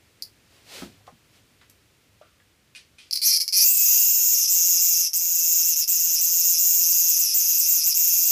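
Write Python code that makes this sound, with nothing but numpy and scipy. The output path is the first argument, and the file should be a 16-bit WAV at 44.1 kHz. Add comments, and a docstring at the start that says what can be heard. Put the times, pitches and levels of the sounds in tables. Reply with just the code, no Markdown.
"""A quiet room with a wooden floor: a small dog steps about, a hand brushes cloth, something clinks twice.
Then a large cicada, held in the fingers, gives a few clicks, stutters and buzzes on with barely a gap.
Its two tymbals buckle in turn; each click rings higher and brighter the harder the insect tenses them.
The hollow abdomen colours the clicks and hums along, while the wings flutter against the fingers."""
import sys
import numpy as np
from scipy import signal
from scipy.fft import rfft, irfft
from scipy.io import wavfile
from scipy.ndimage import uniform_filter1d, minimum_filter1d

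SR = 44100
rng = np.random.default_rng(int(sys.argv[2]) if len(sys.argv) > 2 else 0)


def generate_wav(signal):
    """Clip the signal to [-1, 1] and save it as 16-bit WAV at the path in sys.argv[1]."""
    frames = np.transpose(np.atleast_2d(signal))
    scaled = np.clip(frames, -1, 1) * 32767
    pcm = np.round(scaled).astype(np.int16)
    wavfile.write(sys.argv[1], SR, pcm)


N = 366471

# room tone colour: f/Hz, level/dB
AIR_EQ = [(25, -14), (50, 2), (95, 9), (170, 0.5), (260, 0.5), (450, -3), (800, -10), (1300, -9),
          (2400, -7), (5000, -11.5), (15000, -19.5)]
# room tone fader: t/s, level/dB
AIR_FADER = [(0, -60), (1.2, -60), (2.6, -62.5), (3.2, -62), (3.4, -67), (4.6, -76), (5.3, -69.5),
             (6.1, -67.5), (8.3, -63)]
# colour of skin on cloth: f/Hz, level/dB
CLOTH_EQ = [(60, -16), (200, -7.5), (520, 0), (1100, -8), (2600, -2.5), (4600, -3.5), (8000, -10),
            (15000, -17)]
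# hand strokes at their fastest: t/s, level/dB, half length/s
CLOTH_STROKES = [(0.562, -59, 0.067), (0.773, -40.5, 0.081), (0.936, -63.5, 0.077), (1.365, -60, 0.045)]
# paws and claws on the boards: t/s, level/dB, centre f/Hz, spread/octaves, t60/s
PAW_STEPS = [(0.809, -45.5, 80, 0.71, 0.5), (0.821, -37, 270, 0.52, 0.23), (.82, -38.5, 690, 1.1, 0.065),
             (.97, -45, 76, 0.47, 0.28), (1.004, -57, 723, 1.03, 0.057), (1.068, -50.5, 2000, 1.3, 0.075),
             (1.077, -40.5, 746, 0.58, 0.071), (1.124, -43.5, 100, 0.71, 0.086),
             (1.612, -54, 1690, 1.06, 0.16), (1.698, -45.5, 7500, 1.5, 0.025),
             (2.091, -55, 109, 0.24, 0.11), (2.213, -43.5, 566, 0.15, 0.045),
             (2.214, -57.5, 1270, 0.18, 0.36), (2.214, -64.5, 2800, .6, 0.52),
             (2.4, -57.5, 1800, 0.77, .05)]
# contacts that make up the clinks: t/s, level/dB, scrape t60/s
CLINK_HITS = [(2.75, -46, 0.034), (2.758, -44.5, 0.24), (2.984, -50.5, 0.49)]
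# modes of the clinking thing: f/Hz, relative level/dB, t60/s
CLINK_RING = [(2467, 16.5, 0.057), (2800, 5, 0.14), (4996, -18, 0.18), (6100, -13, 0.16), (8950, 0, 0.13)]
# colour of its scrape: f/Hz, level/dB
SCRAPE_EQ = [(300, -29), (1200, -13), (2500, 2.5), (5000, 0.5), (7500, -9.5), (10000, -11), (14000, -26)]

# tension the insect aims for, as tymbal ring pitch: t/s, f/Hz
TENSION_AIM = [(3.22, 4320), (3.272, 6410), (3.298, 5310), (3.53, 5000), (3.575, 5890), (3.612, 5280),
               (3.646, 6840), (3.73, 8020), (3.81, 7094), (4.7, 6790), (7, 6929), (8.3, 6663)]
# the muscle gives way and catches up: slackest t/s, sink time/s, depth/Hz, overshoot/Hz
TENSION_SAGS = [(3.868, 0.008, 663, 4), (3.963, 0.074, 500, -5), (4.206, 0.0092, 462, 0),
                (4.356, 0.0076, 650, 300), (4.48, 0.098, 1118, 752), (4.636, 0.047, 399, 159),
                (4.783, 0.019, 1060, 345), (4.953, 0.018, 550, 543), (5.126, 0.12, 1644, 1001),
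                (5.19, 0.01, 794, -0.5), (5.412, 0.0096, 500, 9.5), (5.637, 0.015, 1050, 548),
                (5.75, 0.032, 1050, 748), (5.864, 0.061, 1930, 951.5), (5.986, 0.024, 552, -6),
                (6.093, 0.01, 900, 302.5), (6.182, 0.028, 1565, 397.5), (6.299, 0.033, 608, -2),
                (6.422, 0.012, 1103, -5.5), (6.566, 0.028, 1363, 204), (6.866, 0.054, 702.5, 51.5),
                (6.932, 0.01, 707, 2), (7.056, 0.057, 300.6, 1050), (7.16, 0.11, 702, 955.5),
                (7.328, 0.12, 1434, 1293), (7.457, 0.097, 605, 255), (7.55, 0.082, 498.4, 947.5),
                (7.652, 0.044, 1066, 397), (7.829, 0.045, 1554, 504), (7.933, 0.033, 1713, 748),
                (8.112, 0.009, 395.7, 9), (8.218, 0.015, 148.9, 740)]
# pace of both tymbals at singing tension, tiring slowly: t/s, click rate/Hz
CLICK_PACE = [(3.23, 410), (3.41, 340), (3.57, 395), (3.8, 364), (4.4, 353), (5, 349), (5.6, 333),
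              (6.5, 346), (7.7, 339), (8.3, 345)]
# colour of the wing flutter: f/Hz, level/dB
WING_EQ = [(60, -17), (200, -7.5), (400, -6.5), (800, -3.5), (1600, -2.5), (3000, 0.5), (10000, -39)]
# the shaking body: t/s, flutter level/dB, thrum level/dB
BODY_SHAKE = [(3.1, -82, -100), (3.3, -57.5, -100), (3.75, -69.5, -97), (4, -55.5, -93), (4.3, -62, -81),
              (5.1, -61, -85), (5.45, -61.5, -74), (6.1, -57, -65.5), (7.1, -59.5, -74), (7.5, -57, -67),
              (8.3, -60.5, -71)]
# the abdomen's hum: t/s, resonance at singing tension f/Hz, level/dB, stroke unsteadiness/ratio
ABDOMEN_HUM = [(3.5, 2490, -48, .004), (3.62, 2630, -44, 0.0017), (3.8, 2630, -45, 0.0037),
               (4, 2750, -44.5, 0.019), (4.4, 2720, -54.5, 0.0058), (5.2, 2640, -58, 0.0085),
               (5.6, 2727, -51, 0.016), (6.2, 2779, -54, 0.0087), (8.3, 2676, -49, 0.024)]
# unbroken runs of the buzz: start t/s, end t/s
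BUZZ_RUNS = [(3.217, 3.375), (3.4025, 3.421), (3.526, 4.465), (4.476, 5.08), (5.133, 5.747), (5.758, 5.843),
             (5.876, 7.931), (7.944, 8.31)]
# strength of the song, before make-up gain: t/s, ring level/dB, overtone level at singing tension/dB
SONG_EFFORT = [(3.22, -23.5, -10.5), (3.27, -18.5, -11.5), (3.53, -21, -13.5), (3.61, -16.5, -7.5),
               (3.72, -24, -17.5), (3.95, -19.5, -13.5), (4.1, -23, -17.5), (4.45, -20, -18),
               (4.95, -20.5, -17.5), (5.155, -23, -19.5), (5.2, -26, -21.5), (5.55, -21, -18),
               (5.9, -23, -18.5), (6, -23, -19.5), (6.7, -21, -16), (7.4, -22.5, -16.5), (8.3, -22.5, -16)]
# how the insect is held: t/s, abdomen tuning/ratio, second tymbal level/dB, floor echo delay/s
GRIP = [(3.25, 0.821, 0, 0.002), (3.55, 0.85, -4, 0.0016), (3.72, 0.95, 1, 0.0017), (4.3, 1, 2, 0.0022),
        (4.6, 1, -8, 0.0018), (5.35, 0.99, -8.5, 0.0018), (5.7, 1, -9.5, .0018), (6, 0.99, -8, .002),
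        (6.7, 1, -10, 0.002), (7.4, 0.98, -3.5, .0021), (8.3, 0.97, -8, 0.0021)]
# lone slack clicks, before make-up gain: t/s, ring f/Hz, ring level/dB, overtone level/dB
LONE_CLICKS = [(.2233, 4800, -24, -28), (3.1105, 4870, -21.5, -27.5), (3.1283, 5040, -21, -22),
               (3.1328, 5000, -15.5, -28), (3.1398, 5080, -32, -22), (3.1562, 4600, -23, -21.5),
               (3.1604, 4630, -19, -23), (3.1664, 4700, -29, -31), (3.1733, 4930, -18.5, -31),
               (3.4793, 5300, -19, -22), (3.4883, 5230, -21, -34)]
# the tymbal's two modes: ring f/Hz, overtone f/Hz
TYMBAL_MODES = [(4700, 10640), (5300, 11670), (5900, 12430), (6700, 14650), (8000, 16960)]
# colour of the hollow abdomen at tuning 1: f/Hz, level/dB
ABDOMEN_EQ = [(300, -64), (1200, -30), (1900, -15.5), (2250, -3), (2560, -1), (2740, 6.5), (2960, -4),
              (4600, -8.5), (5150, 9), (5600, 6), (7000, 3.5), (9300, -5), (15000, -44)]
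# the small tymbal radiates its overtone best in the top octave: f/Hz, level/dB
OVERTONE_EQ = [(3000, -13), (7500, -3.5), (9300, -6.5), (11000, -4.5), (14000, 1)]
# the dry snap of the ribs: f/Hz, level/dB
SNAP_EQ = [(1000, -55), (3000, -21), (7500, -15.5), (9500, -11), (11500, 0.5), (15000, -1)]


def amp(db):
    """Decibels to gain."""
    return 10 ** (np.asarray(db) / 20)


def unit_rms(x):
    """Scales to rms 1."""
    return x / np.sqrt(np.mean(x ** 2) + 1e-20)


def unit_energy(x):
    """Scales each row to energy 1."""
    return x / (np.linalg.norm(x, axis=-1, keepdims=True) + 1e-12)


def follow(table, s):
    """The columns of an automation curve at the times s."""
    at, *columns = np.transpose(table)
    return [np.interp(s, at, c) for c in columns]


def curve_at(points, hz):
    """Reads a curve on a log-frequency axis."""
    f, value = np.transpose(points)
    return np.interp(np.log(hz + 1), np.log(f + 1), value)


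def swell(t, width_s):
    """A smooth swell of height 1 around t = 0."""
    return np.exp(-(t / width_s) ** 2)


def add(mix, s, sound):
    """Mixes a sound in at time s."""
    part = mix[max(round(s * SR), 0):][:len(sound)]
    part += sound[:len(part)]


def noise(eq, size=N):
    """Noise of rms 1 through an EQ curve."""
    gain = amp(curve_at(eq, np.fft.rfftfreq(size, 1 / SR)))
    return unit_rms(irfft(rfft(rng.standard_normal(size)) * gain, size))


def band(hz, octaves, size=N):
    """Noise of rms 1 in a bell-shaped band."""
    away = np.log2((np.fft.rfftfreq(size, 1 / SR) + 1) / hz) / octaves
    return unit_rms(irfft(rfft(rng.standard_normal(size)) * np.exp(-away ** 2 / 2), size))


def room_tone():
    """The bed: low rumble and faint hiss."""
    return noise(AIR_EQ) * amp(follow(AIR_FADER, np.arange(N) / SR)[0])


def reverb(x, mid_t60=.14, top_t60=.17, first_s=.0018, top_db=-1, size=16384, count=6, drift_per_s=3.5):
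    """Sparse reflections of a small room that shift as the hand moves."""
    taps = rng.standard_normal((count, size)) * (rng.random((count, size)) < .12)
    taps *= np.arange(size) > first_s * SR
    hz, t, spectra = signal.stft(taps, SR, nperseg=128)
    t60 = curve_at([(4000, mid_t60), (14000, top_t60)], hz)[:, None]
    colour_db = curve_at([(6000, 0), (14000, top_db)], hz)[:, None]
    tails = unit_energy(signal.istft(spectra * amp(colour_db - 60 * t / t60), SR, nperseg=128)[1])
    place = (np.arange(N) / SR * drift_per_s - np.arange(count)[:, None]) % count
    crossfade = np.sin(np.pi / 2 * np.minimum(place, 2))  # each set of paths fades into the next
    return signal.oaconvolve(x * crossfade, tails, axes=1)[:, :N].sum(0)


def cloth_brush():
    """Skin sliding over cloth: a swish that swells and fades with each stroke."""
    t = np.arange(N) / SR
    return noise(CLOTH_EQ) * sum(amp(db) * swell(t - s, half_s) for s, db, half_s in CLOTH_STROKES)


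def dog_steps(size=16384):
    """Soft pads thud and claws tick on the boards."""
    out, t = np.zeros(N), np.arange(size) / SR
    for s, db, hz, octaves, t60 in PAW_STEPS:
        attack = 1 - np.exp(-2 * hz * t)
        add(out, s, band(hz, octaves, size) * amp(db - 60 * t / t60) * attack)
    return out


def clinks(ring_db=-11, size=16384):
    """Across the room, something hard scrapes briefly and rings."""
    out, t = np.zeros(N), np.arange(size) / SR
    for s, db, scrape_t60 in CLINK_HITS:
        modes = sum(amp(mode_db - 60 * t / t60) * np.sin(2 * np.pi * (hz * t + rng.random()))
                    for hz, mode_db, t60 in CLINK_RING)
        scrape = noise(SCRAPE_EQ, size) * amp(-60 * t / scrape_t60)
        add(out, s, amp(db) * (scrape + amp(ring_db) * modes))
    return out


def tension(s, snap_back_s=.014, overshoot_after_s=.043, overshoot_s=.014):
    """Tymbal tension as ring pitch in Hz: each sag sinks, snaps back and may overshoot."""
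    t = np.arange(0, N, 44) / SR
    hz = follow(TENSION_AIM, t)[0]
    for at, sink_s, depth_hz, overshoot_hz in TENSION_SAGS:
        hz -= depth_hz * swell(t - at, np.where(t < at, sink_s, snap_back_s))
        hz += overshoot_hz * swell(t - at - overshoot_after_s, overshoot_s)
    return np.interp(s, t, hz)


def strain(s, slack_per_khz, taut_per_khz=0, singing_hz=6790):
    """Modulation by tension: one slope below the singing tension, another above it."""
    khz = (tension(s) - singing_hz) / 1000
    return khz * np.where(khz < 0, slack_per_khz, taut_per_khz)


def click_rate(s):
    """Clicks per second of both tymbals: slack ones beat more slowly."""
    return follow(CLICK_PACE, s)[0] + strain(s, slack_per_khz=18, taut_per_khz=8)


def wings(flap_hz=26, thrum_hz=165):
    """Wings on the fingers: a papery flutter over the body's low thrum; both ease off in the sags."""
    t = np.arange(N) / SR
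    flap_db = 2.4 * np.clip(band(flap_hz, octaves=.7), -1.8, 1.8)
    flutter_db, thrum_db = follow(BODY_SHAKE, t)
    shake = noise(WING_EQ) * amp(flutter_db) + band(thrum_hz, octaves=.38) * amp(thrum_db)
    return shake * amp(flap_db + strain(t, slack_per_khz=4))


def abdomen_hum(width_hz=260, waver_hz=22, odd_db=-4):
    """The regular muscle stroke pumps the abdomen: harmonics near its resonance sing and warble."""
    t = np.arange(N) / SR
    centre_hz, db, unsteady = follow(ABDOMEN_HUM, t)
    centre_hz += strain(t, slack_per_khz=89)  # the resonance drops in the sags
    stroke_hz = click_rate(t) / 2 * (1 + unsteady * band(waver_hz, octaves=.98))
    turns = np.cumsum(stroke_hz) / SR
    orders = np.arange(12, 19)[:, None]
    weight = amp(odd_db * (orders % 2)) / (1 + (2 * (orders * stroke_hz - centre_hz) / width_hz) ** 2)
    tone = (weight * np.sin(2 * np.pi * orders * turns)).sum(0) / np.sqrt((weight ** 2).sum(0) / 2)
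    gate = sum((t > start) & (t < end) for start, end in BUZZ_RUNS)
    return tone * amp(db) * uniform_filter1d(gate.astype(float), size=200)


def buckles(wander=.008, wander_hz=22, throb_hz=26, throb_depth=.038, throb_db=2.2, jitter_s=.00008,
            slack_jitter_s=.000296, limp_s=.00008, uneven_db=.5, detune=.011, overtone_share=.38):
    """The tymbals buckle in turn, a row per click: t/s, ring f/Hz, ring level/dB, overtone level/dB."""
    t = np.arange(N) / SR
    turns = np.cumsum(click_rate(t) * (1 + wander * band(wander_hz, octaves=.9))) / SR
    s = np.concatenate([np.interp(np.arange(*np.interp(run, t, turns)), turns, t) for run in BUZZ_RUNS])
    second = np.arange(len(s)) % 2
    ring_hz = tension(s)
    ring_db, overtone_db = follow(SONG_EFFORT, s)
    overtone_db += strain(s, slack_per_khz=6.5, taut_per_khz=4)  # tauter is brighter
    late, strong, sharp = rng.standard_normal((len(s), 3)).T
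    slack = np.clip((6300 - ring_hz) / 900, 0, 1)
    # the tensing muscle trembles: pitch and brightness throb together
    throb = np.interp(s, t, band(throb_hz, octaves=.38)) * (1 - slack / 2)
    ring_hz *= 1 + throb_depth * throb + detune * sharp
    # one tymbal is often weaker, which adds a rough tone an octave down
    second_gain = amp(follow(GRIP, s)[1])
    side_gain = np.where(second, second_gain, 1)
    side_db = 20 * np.log10(side_gain / np.sqrt((1 + second_gain ** 2) / 2)) + uneven_db * strong
    overtone_db += overtone_share * side_db + throb_db * throb
    # a weak or slack tymbal keeps looser time
    s = s + (jitter_s / side_gain + slack_jitter_s * slack) * late + limp_s * second
    return np.column_stack([s, ring_hz, ring_db + side_db, overtone_db])


def tymbal_mode(t, hz, rise_s, decay_s, bend, bend_s=.00029):
    """A damped ring that glides up to its pitch as the ribs snap inwards."""
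    turns = hz[:, None] * (t - bend * bend_s * (1 - np.exp(-t / bend_s)))
    return np.sin(2 * np.pi * turns) * (1 - np.exp(-t / rise_s)) * np.exp(-t / decay_s)


def resonate(clicks, eq, tuning=1):
    """Minimum-phase EQ that rings after each click; each comes out at energy 1."""
    hz = np.fft.fftfreq(clicks.shape[-1], 1 / SR)
    log_gain = np.log(amp(curve_at(eq, abs(hz) / tuning)))
    response = np.exp(np.conj(signal.hilbert(log_gain)))
    return unit_energy(np.fft.ifft(np.fft.fft(clicks) * response).real)


def cicada(ring_makeup_db=18.5, overtone_makeup_db=16, crackle_db=-13, crackle_s=.0012,
           taut_snap_db=-7, slack_snap_db=3, echo_db=-9, sway_s=.00004, sway_hz=7, size=768):
    """Each click snaps and rings two tymbal modes; the abdomen colours the lower, the floor echoes both."""
    s, ring_hz, ring_db, overtone_db = np.vstack([LONE_CLICKS, buckles()]).T
    tuning, _, echo_s = follow(GRIP, s)
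    echo_s += sway_s * np.interp(s, np.arange(N) / SR, band(sway_hz, octaves=1))  # the hand sways
    start = np.floor(s * SR) / SR
    t = np.maximum(np.arange(size) / SR - (s - start)[:, None], 0)
    crackle = unit_energy(rng.standard_normal(t.shape) * np.exp(-t / crackle_s))
    ring = unit_energy(tymbal_mode(t, ring_hz, rise_s=.00008, decay_s=.00045, bend=.0057))
    body = resonate(ring + amp(crackle_db) * crackle, ABDOMEN_EQ, tuning[:, None])
    overtone_hz = follow(TYMBAL_MODES, ring_hz)[0]
    overtone = tymbal_mode(t, overtone_hz, rise_s=.00011, decay_s=.00038, bend=.23)
    # a slack tymbal snaps dryly, a taut one rings
    snap_db = np.interp(ring_hz, [4800, 6200], [slack_snap_db, taut_snap_db])
    snap = amp(snap_db)[:, None] * resonate(crackle, SNAP_EQ)
    top = unit_energy(resonate(overtone, OVERTONE_EQ) + snap)
    clicks = amp(ring_db + ring_makeup_db)[:, None] * body
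    clicks += amp(overtone_db + overtone_makeup_db)[:, None] * top
    hz = np.fft.fftfreq(size, 1 / SR)
    floor_echo = 1 + amp(echo_db) * np.exp(-2j * np.pi * hz * echo_s[:, None])
    out = np.zeros(N)
    for at, click in zip(start, np.fft.ifft(np.fft.fft(clicks) * floor_echo).real):
        add(out, at, click)
    return out


def scene(send_db=-3):
    """Mono mix on two channels: song, steps and clinks feed the reverb; the rest stays dry."""
    near = cicada() + abdomen_hum()
    far = dog_steps() + clinks()
    mono = near + far + reverb(amp(send_db) * (near + far)) + wings() + cloth_brush() + room_tone()
    return np.array([mono, mono])


def record(dry, ceiling=.66, window=177, cutoff_hz=15280):
    """A quick limiter holds down the tallest clicks, then a steep low-pass trims the top."""
    needed_gain = ceiling / np.maximum(abs(dry).max(0), ceiling)
    gain = uniform_filter1d(minimum_filter1d(needed_gain, window), window)
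    lowpass = signal.firwin(601, cutoff_hz, window=("kaiser", 8), fs=SR)
    return signal.oaconvolve(dry * gain, lowpass[None], "same")


dry = scene()
out = record(dry)
generate_wav(out)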